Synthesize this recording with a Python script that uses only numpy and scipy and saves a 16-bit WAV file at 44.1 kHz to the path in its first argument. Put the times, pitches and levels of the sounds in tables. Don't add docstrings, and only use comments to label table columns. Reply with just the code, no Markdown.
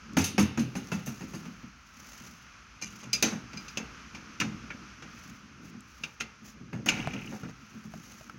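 import sys
import numpy as np
from scipy import signal
from scipy.fft import rfft
from scipy.io import wavfile

SR = 44100
rng = np.random.default_rng(int(sys.argv[2]) if len(sys.argv) > 2 else 0)


def wav_record(signal):
    frames = np.transpose(np.atleast_2d(signal))
    bounded = np.clip(frames, -1, 1)
    quanta = np.round(bounded * 32767).astype(np.int16)
    wavfile.write(sys.argv[1], SR, quanta)


N = 369814

# (pitch [Hz], level [dB], time to fade by 60 dB [s])
DECK_MODES = [(57.6, -35, 0.79), (89, -17, 0.48), (104.4, -16.5, 0.79), (125.8, -6, 0.77),
              (169, -4.5, 0.51), (206.5, 0, 0.37), (226.4, -0.5, 0.23), (265, -4.5, 0.3), (315, -8, 0.25),
              (354.4, -16.5, 0.21), (421.5, -19, 0.38), (473, -23, 0.4), (569, -22, 0.22)]
# (pitch [Hz], level [dB], time to fade by 60 dB [s])
STEEL_MODES = [(1233, 1, 0.51), (1406, 0, 0.39), (2086, 6, 0.42), (2290, 6, 0.34), (2360, 1, 0.2),
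               (2500, 6, .39), (2610, -4, 0.36), (2820, 3, 0.3), (2710, -12, .33), (2770, -9, 0.5),
               (3445, -3, 0.28), (3750, -18, 0.156), (4670, -4, .25), (4960, -1.5, 0.18), (5250, -16, 0.2),
               (5430, -0.5, 0.42), (6020, 15, .25), (6300, 6, 0.12), (6500, 5, 0.21), (6660, -7, .25),
               (7300, -4, 0.21)]
# (frequency [Hz], level [dB])
FRAME_COLOUR = [(30, -42), (60, -20.5), (120, 8.5), (300, 6.5), (450, 4.5), (640, -0.5), (850, 3),
                (1100, -3), (1400, -1.5), (1800, -1.5), (2600, -8.5), (5000, -33.5)]
# (frequency [Hz], level [dB])
STEEL_COLOUR = [(600, -44.5), (1400, -16), (2000, -13.5), (2700, -1), (3400, -7), (4300, -5.5), (5300, -2),
                (6500, 4), (7200, -9), (8100, -14), (10200, -12.5), (13500, -16), (15500, -23)]
# (time [s], steel level [dB], frame level [dB], deck level [dB],
# brightness [dB per octave], pitch [Hz], time for the crack to fade by 60 dB [s])
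LATCH_STRIKES = [(3.13, -26, -44, -48, -2, 4840, 0.13), (3.225, -16.5, -25.5, -29.5, -3, 6100, 0.069),
                 (3.532, -43.5, -47, -55, -9, 6000, .1), (3.57, -45, -57, -51.5, -5, 4830, 0.12),
                 (3.681, -43, -60, -65, -6, 4460, 0.083), (3.772, -26, -35.5, -42.5, -7.5, 6600, 0.071),
                 (4.146, -39.5, -44.5, -55, -9.5, 2260, .13), (4.4, -22, -36.5, -39.5, -6, 2370, .08),
                 (4.41, -21, -46, -40.5, -22, 1580, 0.071), (4.703, -32.5, -46.5, -53, -20, 2580, 0.095),
                 (5.021, -45.5, -48, -53, -9, 2290, 0.13), (6.035, -28, -45, -55, -10, 2590, .075),
                 (6.206, -26.5, -43.5, -48.5, -8.5, 2170, 0.083),
                 (6.86, -34.5, -31.5, -41, -0.5, 2680, .09), (6.886, -14, -36, -48, -7.5, 2370, 0.076),
                 (7.134, -37, -41, -41, -8, 2450, .07)]
RING_S = 0.8


def from_db(db):
    return 10 ** (np.asarray(db) / 20)


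def rms_one(x):
    return x / np.sqrt(np.mean(x ** 2) + 1e-20)


def seconds(length_s):
    return np.arange(round(length_s * SR)) / SR


def sine(hz, t):
    return np.sin(2 * np.pi * hz * t)


def gain_curve(rows):
    return from_db(np.interp(np.arange(N) / SR, *np.transpose(rows)))


def dying(t, t60):
    return np.exp(-np.log(1000) * t / max(t60, 1e-3))


def contact(t, rise_s):
    return np.minimum(t / max(rise_s, 1e-4), 1)


def add(track, s, sound):
    start = max(round(s * SR), 0)
    track[start:start + len(sound)] += sound[:N - start]


def bins(size):
    return np.maximum(np.fft.rfftfreq(size, 1 / SR), 1)


def at_hz(points, hz):
    corner_hz, db = np.transpose(points)
    return np.interp(np.log(hz), np.log(corner_hz), db)


def noise(shape_db, size):
    spectrum = rfft(rng.standard_normal(size)) * from_db(shape_db)
    return rms_one(np.fft.irfft(spectrum, size))


def flutter(per_s, depth_db):
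    knots = np.arange(N) / SR * per_s
    return from_db(depth_db * np.interp(knots, np.arange(N), rng.standard_normal(N)))


def peak(hz, centre_hz, width_hz):
    return 1 / (1 + (2 * (hz - centre_hz) / width_hz) ** 2)


def sheet_resonances(hz, peak_db=4, width_hz=90, ripple_db=4.5, spacing_hz=55):
    strong = np.max([peak(hz, f, width_hz) for f, db, t60 in STEEL_MODES], axis=0)
    weak = np.interp(hz / spacing_hz, np.arange(len(hz)), rng.standard_normal(len(hz)))
    return peak_db * strong + ripple_db * weak


def frame_crack(t, crack_t60, tail_db, tail_t60):
    hz = bins(len(t))
    shape = at_hz(FRAME_COLOUR, hz) + sheet_resonances(hz, ripple_db=3.0, spacing_hz=30)
    fade = np.hypot(dying(t, crack_t60), from_db(tail_db) * dying(t, tail_t60))
    return noise(shape, len(t)) * fade


def steel_crack(t, bright, ring_hz, ring_db, ring_width_hz, crack_t60, tail_db, tail_t60,
                modes_db, tail_dull_db):
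    hz = bins(len(t))
    octaves = np.log2(np.maximum(hz, 1500) / 4000)
    colour = bright * octaves + ring_db * peak(hz, ring_hz, ring_width_hz)
    shape = at_hz(STEEL_COLOUR, hz) + sheet_resonances(hz) + colour

    mode_hz, mode_db, mode_t60 = np.transpose(STEEL_MODES)
    rings = np.array([sine(f, t) * dying(t, t60) for f, t60 in zip(mode_hz, mode_t60)])
    strength = from_db(mode_db + np.interp(mode_hz, hz, colour)) * rng.standard_normal(len(mode_hz))
    clear_tones = from_db(modes_db) * (strength / np.linalg.norm(strength)) @ rings

    wash = noise(shape + tail_dull_db * np.maximum(octaves, 0), len(t)) * dying(t, tail_t60)
    crack = noise(shape, len(t)) * dying(t, crack_t60)
    return crack + from_db(tail_db) * (wash + clear_tones)


def deck_boom(t, slope_db, centre_hz, focus_db):
    hz, db, t60 = np.transpose(DECK_MODES)
    focus = focus_db * peak(hz, centre_hz, width_hz=70)
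    spread = 4.5 * rng.standard_normal(len(hz))
    strength = from_db(db + slope_db * np.log2(hz / 200) + focus + spread)
    strength = strength * (-1) ** np.arange(len(hz))
    hz = hz * (1 + 0.031 * rng.standard_normal(len(hz)))
    boom = sum(gain * sine(f, t) * dying(t, fade) for gain, f, fade in zip(strength, hz, t60))
    boom = boom * (np.exp(-t / 0.093) + from_db(-10))
    return boom / boom[:SR // 20].std()


def rocking_boom(t, slope_db, rock_db, rock_s, centre_hz=230, focus_db=2):
    near = deck_boom(t, slope_db, centre_hz, focus_db)
    far = deck_boom(t, slope_db, centre_hz=215, focus_db=4)
    return near + from_db(rock_db) * np.interp(t - rock_s, t, far, left=0)


def yard(level_db=4):
    # (time [s], level [dB])
    hush_level = [(0, -55.5), (.33, -57.5), (1.4, -56.5), (1.7, -59.5), (2.2, -57), (2.9, -56.5),
                  (3.9, -53), (4.95, -54), (5.15, -55), (5.5, -58.5), (5.85, -59), (6.2, -60),
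                  (6.75, -60.5), (7.05, -55.5), (7.57, -59), (8.39, -60.5)]
    # (frequency [Hz], level [dB])
    air_colour = [(25, -10), (40, 0), (57, 14), (90, 4), (200, 1), (400, -12), (700, -12), (950, -6.5),
                  (1320, 4), (1850, -4.5), (2550, -2.5), (3700, -13.5), (6300, -8), (8000, -33.5),
                  (11500, -32), (13500, -41), (16000, -40)]
    air = noise(at_hz(air_colour, bins(N)), N)
    return from_db(level_db) * gain_curve(hush_level) * flutter(9, 0.8) * air


def rumble(level_db=-0.5, width_hz=32, lumpy_db=3.5, hand_cut_hz=420):
    # (time [s], level [dB])
    murmur_level = [(0.0, -63), (0.14, -47.5), (0.35, -42), (1.54, -55.5), (1.77, -68.5), (2.3, -60.5),
                    (2.65, -74), (2.85, -57), (3.27, -52.5), (4.1, -57), (4.48, -46), (5.0, -55.5),
                    (5.7, -54), (6.14, -72), (6.58, -53), (6.94, -41.5), (7.31, -44.5), (7.55, -55.5),
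                    (8.39, -59.5)]
    hz = bins(N)
    power = sum(from_db(db) ** 2 / (1 + ((hz ** 2 - f ** 2) / (hz * width_hz)) ** 2)
                for f, db, t60 in DECK_MODES)
    soft = 1 / (1 + (hz / hand_cut_hz) ** 4)
    murmur = noise(10 * np.log10(power * soft), N)
    return from_db(level_db) * gain_curve(murmur_level) * flutter(40, lumpy_db) * murmur


def bumps(deck_db=-1, frame_db=-4, firm_db=-37, frame_growth=0.96):
    # (time [s], level [dB])
    bump_blows = [(0.111, -52), (1.63, -44.5), (1.97, -56), (2.2, -51), (2.25, -52), (2.819, -48.5),
                  (2.92, -51.5), (3.062, -44), (3.322, -35), (3.43, -49.5), (3.533, -48), (4.44, -37.5),
                  (4.511, -44), (5.069, -55), (5.25, -54), (5.421, -55.5), (5.53, -56), (5.63, -47.5),
                  (5.741, -45), (6.0, -53), (6.41, -55), (6.6, -46.5), (6.729, -36.5), (6.859, -40),
                  (6.985, -39), (7.03, -43), (7.149, -40), (7.315, -42), (7.445, -40.5), (7.62, -54),
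                  (7.745, -45), (7.843, -45), (7.945, -46), (8.339, -49.5)]
    out, t = np.zeros(N), seconds(0.5)
    for s, db in bump_blows:
        firmness = from_db(frame_db + frame_growth * min(db - firm_db, 0))
        crack = frame_crack(t, crack_t60=0.13, tail_db=-4.0, tail_t60=0.21)
        frame = firmness * contact(t, rise_s=0.0013) * crack
        boom = rocking_boom(t, slope_db=-1.5, rock_db=-5.5, rock_s=0.024)
        deck = from_db(deck_db) * contact(t, rise_s=0.0049) * boom
        add(out, s, from_db(db) * (deck + frame))
    return out


def grit_snaps(t60=0.0078, width_octaves=0.41, skirt_db=-24):
    # (time [s], level [dB], centre of the noise [Hz])
    snap_blows = [(.135, -45, 5500), (.173, -26, 13000), (.22, -28, 6500), (.429, -33, 6700),
                  (.872, -41.5, 5600), (5.807, -47, 6400)]
    out, t = np.zeros(N), seconds(0.05)
    octaves = np.log2(bins(len(t)))
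    for s, db, hz in snap_blows:
        shape = skirt_db * (1 - peak(octaves, np.log2(hz), 2 * width_octaves))
        add(out, s, from_db(db) * noise(shape, len(t)) * dying(t, t60))
    return out


def bounces(steel_db=-9.5, sway_reference_db=-17.5):
    # (frame level [dB], deck level [dB], centre of the boom [Hz],
    # far side against near side [dB])
    landing_blows = [(-21, -21.5, 273, -13), (-21, -24, 214, 1), (-31.5, -29.5, 298, 3),
                     (-33.5, -37.5, 157, 0.5), (-30.5, -34, 150, -1), (-38, -38, 140, -1.5),
                     (-41.5, -42, 150, 1.5), (-40, -41.5, 150, -0.5), (-45.5, -44.5, 180, 0.5)]
    drop_s, first_gap_s, gap_kept = 0.168, 0.2115, 0.9195
    sway_db, sway_growth, sway_rise_s = -4, 0.6, 0.052
    out, t = np.zeros(N), seconds(RING_S)
    s = drop_s
    for k, (frame_db, deck_db, centre_hz, rock_db) in enumerate(landing_blows):
        frame = frame_crack(t, crack_t60=0.12, tail_db=-8.0, tail_t60=0.41)
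        steel = steel_crack(t, bright=-0.5, ring_hz=2010, ring_db=5.0, ring_width_hz=2800,
                            crack_t60=0.18, tail_db=-6.5, tail_t60=0.54, modes_db=-13,
                            tail_dull_db=-25)
        metal = contact(t, rise_s=0.0011) * (frame + from_db(steel_db) * steel)

        boom = rocking_boom(t, slope_db=0, rock_db=rock_db, rock_s=0.021,
                            centre_hz=centre_hz, focus_db=14.0)
        sway_hz = 86 * (1 + 0.1 * rng.standard_normal())
        sway_gain = from_db(sway_db + sway_growth * (frame_db - sway_reference_db))
        sway_fade = contact(t, sway_rise_s) * dying(np.maximum(t - sway_rise_s, 0), t60=0.26)
        sway = sway_gain * sine(sway_hz, t) * sway_fade
        deck = contact(t, rise_s=0.008) * boom + sway

        add(out, s, from_db(deck_db) * deck + from_db(frame_db) * metal)
        s += first_gap_s * gap_kept ** k
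    return out


def rattles(hinge_db=-3, spread_db=3, detune=0.006):
    # (time [s], level [dB], brightness [dB per octave])
    side_slaps = [(.183, -32, 7), (.208, -35.5, -6), (.241, -27.5, 2.5), (0.394, -31.5, 4.5),
                  (0.593, -40, 1.5), (.764, -47, 4.5), (.924, -45.5, 3), (1.06, -42, 13), (1.347, -49, 4)]
    # (pitch [Hz], level [dB], time to fade by 60 dB [s])
    hinge_modes = [(6120, -5.5, 0.14), (6250, -1, 0.17), (6500, -7.5, .16), (9372, -17, 0.35),
                   (9560, -18.5, .14), (10120, -11, .12)]
    out, t = np.zeros(N), seconds(RING_S)
    for s, db, bright in side_slaps:
        steel = steel_crack(t, bright, ring_hz=6440, ring_db=2.0, ring_width_hz=320,
                            crack_t60=0.19, tail_db=-10.5, tail_t60=0.45, modes_db=-1.0,
                            tail_dull_db=-21)
        hinge = np.zeros(len(t))
        for hz, mode_db, t60 in hinge_modes:
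            gain = from_db(mode_db + spread_db * rng.standard_normal())
            pitch_hz = hz * (1 + detune * rng.standard_normal())
            hinge += gain * sine(pitch_hz, t) * dying(t, t60)
        slap = contact(t, rise_s=0.0012) * (steel + from_db(hinge_db) * hinge)
        add(out, s, from_db(db) * slap)
    return out


def jacket(level_db=6, grain_db=3.5):
    # (middle [s], level [dB], half length [s])
    sleeve_strokes = [(1.1, -62, 0.29), (2.165, -58.5, 0.15), (2.958, -64.5, 0.051), (3.656, -66.5, 0.08),
                      (5.252, -65, 0.089), (5.663, -64, 0.028), (6, -68, 0.11), (6.486, -58.5, 0.027),
                      (7.325, -60, 0.078), (7.82, -69.5, 0.17), (8.14, -60.5, 0.1)]
    # (frequency [Hz], level [dB])
    cloth_colour = [(800, 14), (1400, 16), (2600, 16.5), (3600, 9.5), (5000, 14), (6400, 21.5), (7300, 9.5),
                    (8300, -2), (11500, 7.5), (13500, -2), (15500, 8.5)]
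    t = np.arange(N) / SR
    speed = sum(from_db(db) * np.exp(-0.5 * ((t - s) / half) ** 2) for s, db, half in sleeve_strokes)
    hiss = noise(at_hz(cloth_colour, bins(N)), N)
    return from_db(level_db) * speed * flutter(180, grain_db) * hiss


def scuffs(grain_db=4.0, grains_per_s=420, steel_db=-3, top_hz=8500, ring_db=7, ring_width_hz=800):
    # (time [s], level [dB], rise [s], time to fade by 60 dB [s],
    # brightness [dB per octave], favoured pitch [Hz])
    steel_rubs = [(2.812, -38, .012, 0.3, 3.5, 2500), (2.988, -48.5, .018, .13, 3, 2400),
                  (3.025, -45.5, .016, 0.17, 0, 2400), (6.199, -36, 0.0078, 0.07, 2.5, 2500),
                  (6.728, -37.5, .003, 0.28, -3, 1930), (6.873, -35, 0.013, .08, 1, 2400),
                  (6.959, -45, 0.01, 0.21, -4, 2400), (7.314, -39.5, 0.0093, 0.23, -4.5, 1450),
                  (7.431, -37.5, 0.0027, 0.19, -4.5, 1500), (7.48, -42, 0.017, 0.07, -2, 1910)]
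    out, t = np.zeros(N), seconds(0.5)
    hz = bins(len(t))
    frame = from_db(at_hz(FRAME_COLOUR, hz))
    steel = from_db(at_hz(STEEL_COLOUR, hz) + steel_db)
    both = np.hypot(frame, steel) / np.sqrt(1 + (hz / top_hz) ** 4)
    for s, db, rise_s, t60, bright, ring_hz in steel_rubs:
        tilt = bright * np.log2(np.clip(hz, 200, 6000) / 1000)
        ring = ring_db * peak(hz, ring_hz, ring_width_hz)
        shape = 20 * np.log10(both) + sheet_resonances(hz) + tilt + ring
        swell = contact(t, rise_s) * dying(np.maximum(t - rise_s, 0), t60)
        grit = rms_one(flutter(grains_per_s, grain_db)[:len(t)])
        add(out, s, from_db(db) * swell * grit * noise(shape, len(t)))
    return out


def bolt(spread_db=3.5):
    # (time [s], level [dB])
    bolt_strikes = [(2.822, -36.5), (3.13, -26), (3.226, -29), (3.572, -43.5), (3.683, -47)]
    # (pitch [Hz], level [dB], time to fade by 60 dB [s])
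    bolt_modes = [(2385, -3, 0.14), (4160, -1.5, 0.081), (4760, -7, 0.13), (4920, -4.5, 0.13),
                  (5140, -10, 0.13), (6170, -11, 0.14), (6230, -0.5, 0.08), (6662, -17, 0.15),
                  (7300, -14, .16)]
    out, t = np.zeros(N), seconds(0.5)
    for s, db in bolt_strikes:
        ring = np.zeros(len(t))
        for hz, mode_db, t60 in bolt_modes:
            gain = from_db(mode_db + spread_db * rng.standard_normal())
            tone = np.sin(2 * np.pi * (hz * t + rng.random()))
            ring += gain * tone * dying(t, t60)
        add(out, s, from_db(db) * contact(t, rise_s=0.0023) * ring)
    return out


def latches(tail_db=-6, tail_db_per_bright=1.3, rise_cycles=7):
    out, t = np.zeros(N), seconds(RING_S)
    for s, steel_db, frame_db, deck_db, bright, hz, crack_t60 in LATCH_STRIKES:
        steel = steel_crack(t, bright, hz, ring_db=4.5, ring_width_hz=1000, crack_t60=crack_t60,
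                            tail_db=tail_db + tail_db_per_bright * min(bright, 0),
                            tail_t60=0.32, modes_db=-3, tail_dull_db=-3)
        frame = frame_crack(t, crack_t60=0.082, tail_db=-4.5, tail_t60=0.46)
        deck = rocking_boom(t, slope_db=7.5, rock_db=-6.5, rock_s=0.026)
        clank = from_db(steel_db) * steel + from_db(frame_db) * frame + from_db(deck_db) * deck
        add(out, s, contact(t, rise_cycles / hz) * clank)
    return out


def latch_ticks(ping_db=-8, ping_db_per_bright=3.0, snap_db=-1, snap_db_per_bright=3.3):
    out, t = np.zeros(N), seconds(0.2)
    hz = bins(len(t))
    ping_shape = 20 * np.log10(peak(hz, centre_hz=15600, width_hz=1200))
    snap_shape = at_hz(STEEL_COLOUR, hz) + 3 * np.log2(hz)
    for s, steel_db, frame_db, deck_db, bright, pitch_hz, crack_t60 in LATCH_STRIKES:
        dullness = min(bright, 0)
        ping_gain = from_db(ping_db + ping_db_per_bright * dullness)
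        ping = ping_gain * noise(ping_shape, len(t)) * dying(t, t60=0.05)
        snap_gain = from_db(snap_db + snap_db_per_bright * dullness)
        snap = snap_gain * noise(snap_shape, len(t)) * dying(t, t60=0.033)
        add(out, s, from_db(steel_db) * (ping + snap))
    return out


def rasp(start_s=6.91, level_db=-39.5, frame_db=-1.0, steel_db=-3.0):
    out, t = np.zeros(N), seconds(1)
    hz = bins(len(t))
    frame = noise(at_hz(FRAME_COLOUR, hz) + sheet_resonances(hz), len(t))
    tilt = -7.0 * np.log2(hz / 4000)
    rod = 3 * peak(hz, centre_hz=2450, width_hz=1300)
    steel = noise(at_hz(STEEL_COLOUR, hz) + sheet_resonances(hz) + tilt + rod, len(t))
    grains = flutter(per_s=700, depth_db=3.2)[:len(t)]
    sliding = contact(t, rise_s=0.012) * dying(t, t60=1.3) * grains
    grating = from_db(frame_db) * frame + from_db(steel_db) * steel
    add(out, start_s, from_db(level_db) * sliding * grating)
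    return out


def squeaks(ring_db=-3, grit_db=-6):
    first_slip_s, slip_gap_s, slip_count = 6.971, 0.0272, 12
    hardest_slip_s, slip_db, fade_db_per_s = 7, -33.5, 33
    last_slip_db, limp_db, spread_db = 2, 1.5, 1.0
    start_hz, end_hz, length_s, pitch_spread = 1950, 3150, 0.0076, 0.033
    out, t = np.zeros(N), seconds(0.2)
    progress = np.minimum(t / length_s, 1)
    hz = bins(len(t))
    grit_shape = at_hz(STEEL_COLOUR, hz) - 10 * np.log2(hz)
    for k in range(slip_count):
        s = first_slip_s + slip_gap_s * k
        db = slip_db - fade_db_per_s * abs(s - hardest_slip_s)
        db += last_slip_db * (k == slip_count - 1) - limp_db * (-1) ** k
        db += spread_db * rng.standard_normal()

        pitch = start_hz + (end_hz - start_hz) * progress
        pitch = pitch * (1 + pitch_spread * rng.standard_normal())
        rough = rms_one(flutter(1400, 3.5)[:len(t)])
        sweep = rough * np.sin(np.pi * progress) * np.sin(2 * np.pi * np.cumsum(pitch) / SR)

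        steel = rng.standard_normal(len(t)) * dying(t, t60=0.1)
        ringing = signal.fftconvolve(sweep, steel / np.linalg.norm(steel))[:len(t)]
        grit = noise(grit_shape, len(t)) * dying(t, t60=0.068)
        add(out, s, from_db(db) * (sweep + from_db(ring_db) * ringing + from_db(grit_db) * grit))
    return out


def taps(level_db=-2.5, click_db=-4, overtone_db=-9, overtone=1.19, shiver_db=-19):
    # (time [s], body level [dB], pitch [Hz], time to fade by 60 dB [s], thud level [dB])
    tap_blows = [(7.073, -19, 660, 0.025, -23), (7.135, -41, 563, 0.037, -38),
                 (7.938, -33, 633, 0.029, -37), (8.21, -41.5, 636, 0.046, -47),
                 (8.297, -30.5, 1326, 0.03, -56)]
    out, t = np.zeros(N), seconds(0.2)
    low_pass = signal.butter(2, 2400, fs=SR, output="sos")
    for s, db, hz, t60, thud_db in tap_blows:
        tones = sine(hz, t) - from_db(overtone_db) * sine(overtone * hz, t)
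        body = tones * dying(t, t60)
        dull_noise = rms_one(signal.sosfilt(low_pass, rng.standard_normal(len(t))))
        click = from_db(click_db) * dull_noise * dying(t, t60=0.0089)
        shiver = from_db(shiver_db) * frame_crack(t, crack_t60=0.038, tail_db=-2, tail_t60=0.16)
        thud = from_db(thud_db) * sine(150, t) * dying(t, t60=0.079)
        add(out, s, from_db(db) * (body + click + shiver) + thud)
    return from_db(level_db) * out


def scene():
    bed = rumble() + bumps() + grit_snaps() + bounces() + rattles()
    fittings = scuffs() + bolt() + latches() + latch_ticks() + rasp() + squeaks()
    return (yard() + bed + jacket() + fittings + taps())[None]


def record(dry):
    high_pass = signal.butter(2, 38, "high", fs=SR, output="sos")
    low_pass = signal.ellip(10, 0.2, 70, 16100, fs=SR, output="sos")
    thin = signal.sosfilt(high_pass, dry)
    return signal.sosfilt(low_pass, thin)


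dry = scene()
out = record(dry)
wav_record(out)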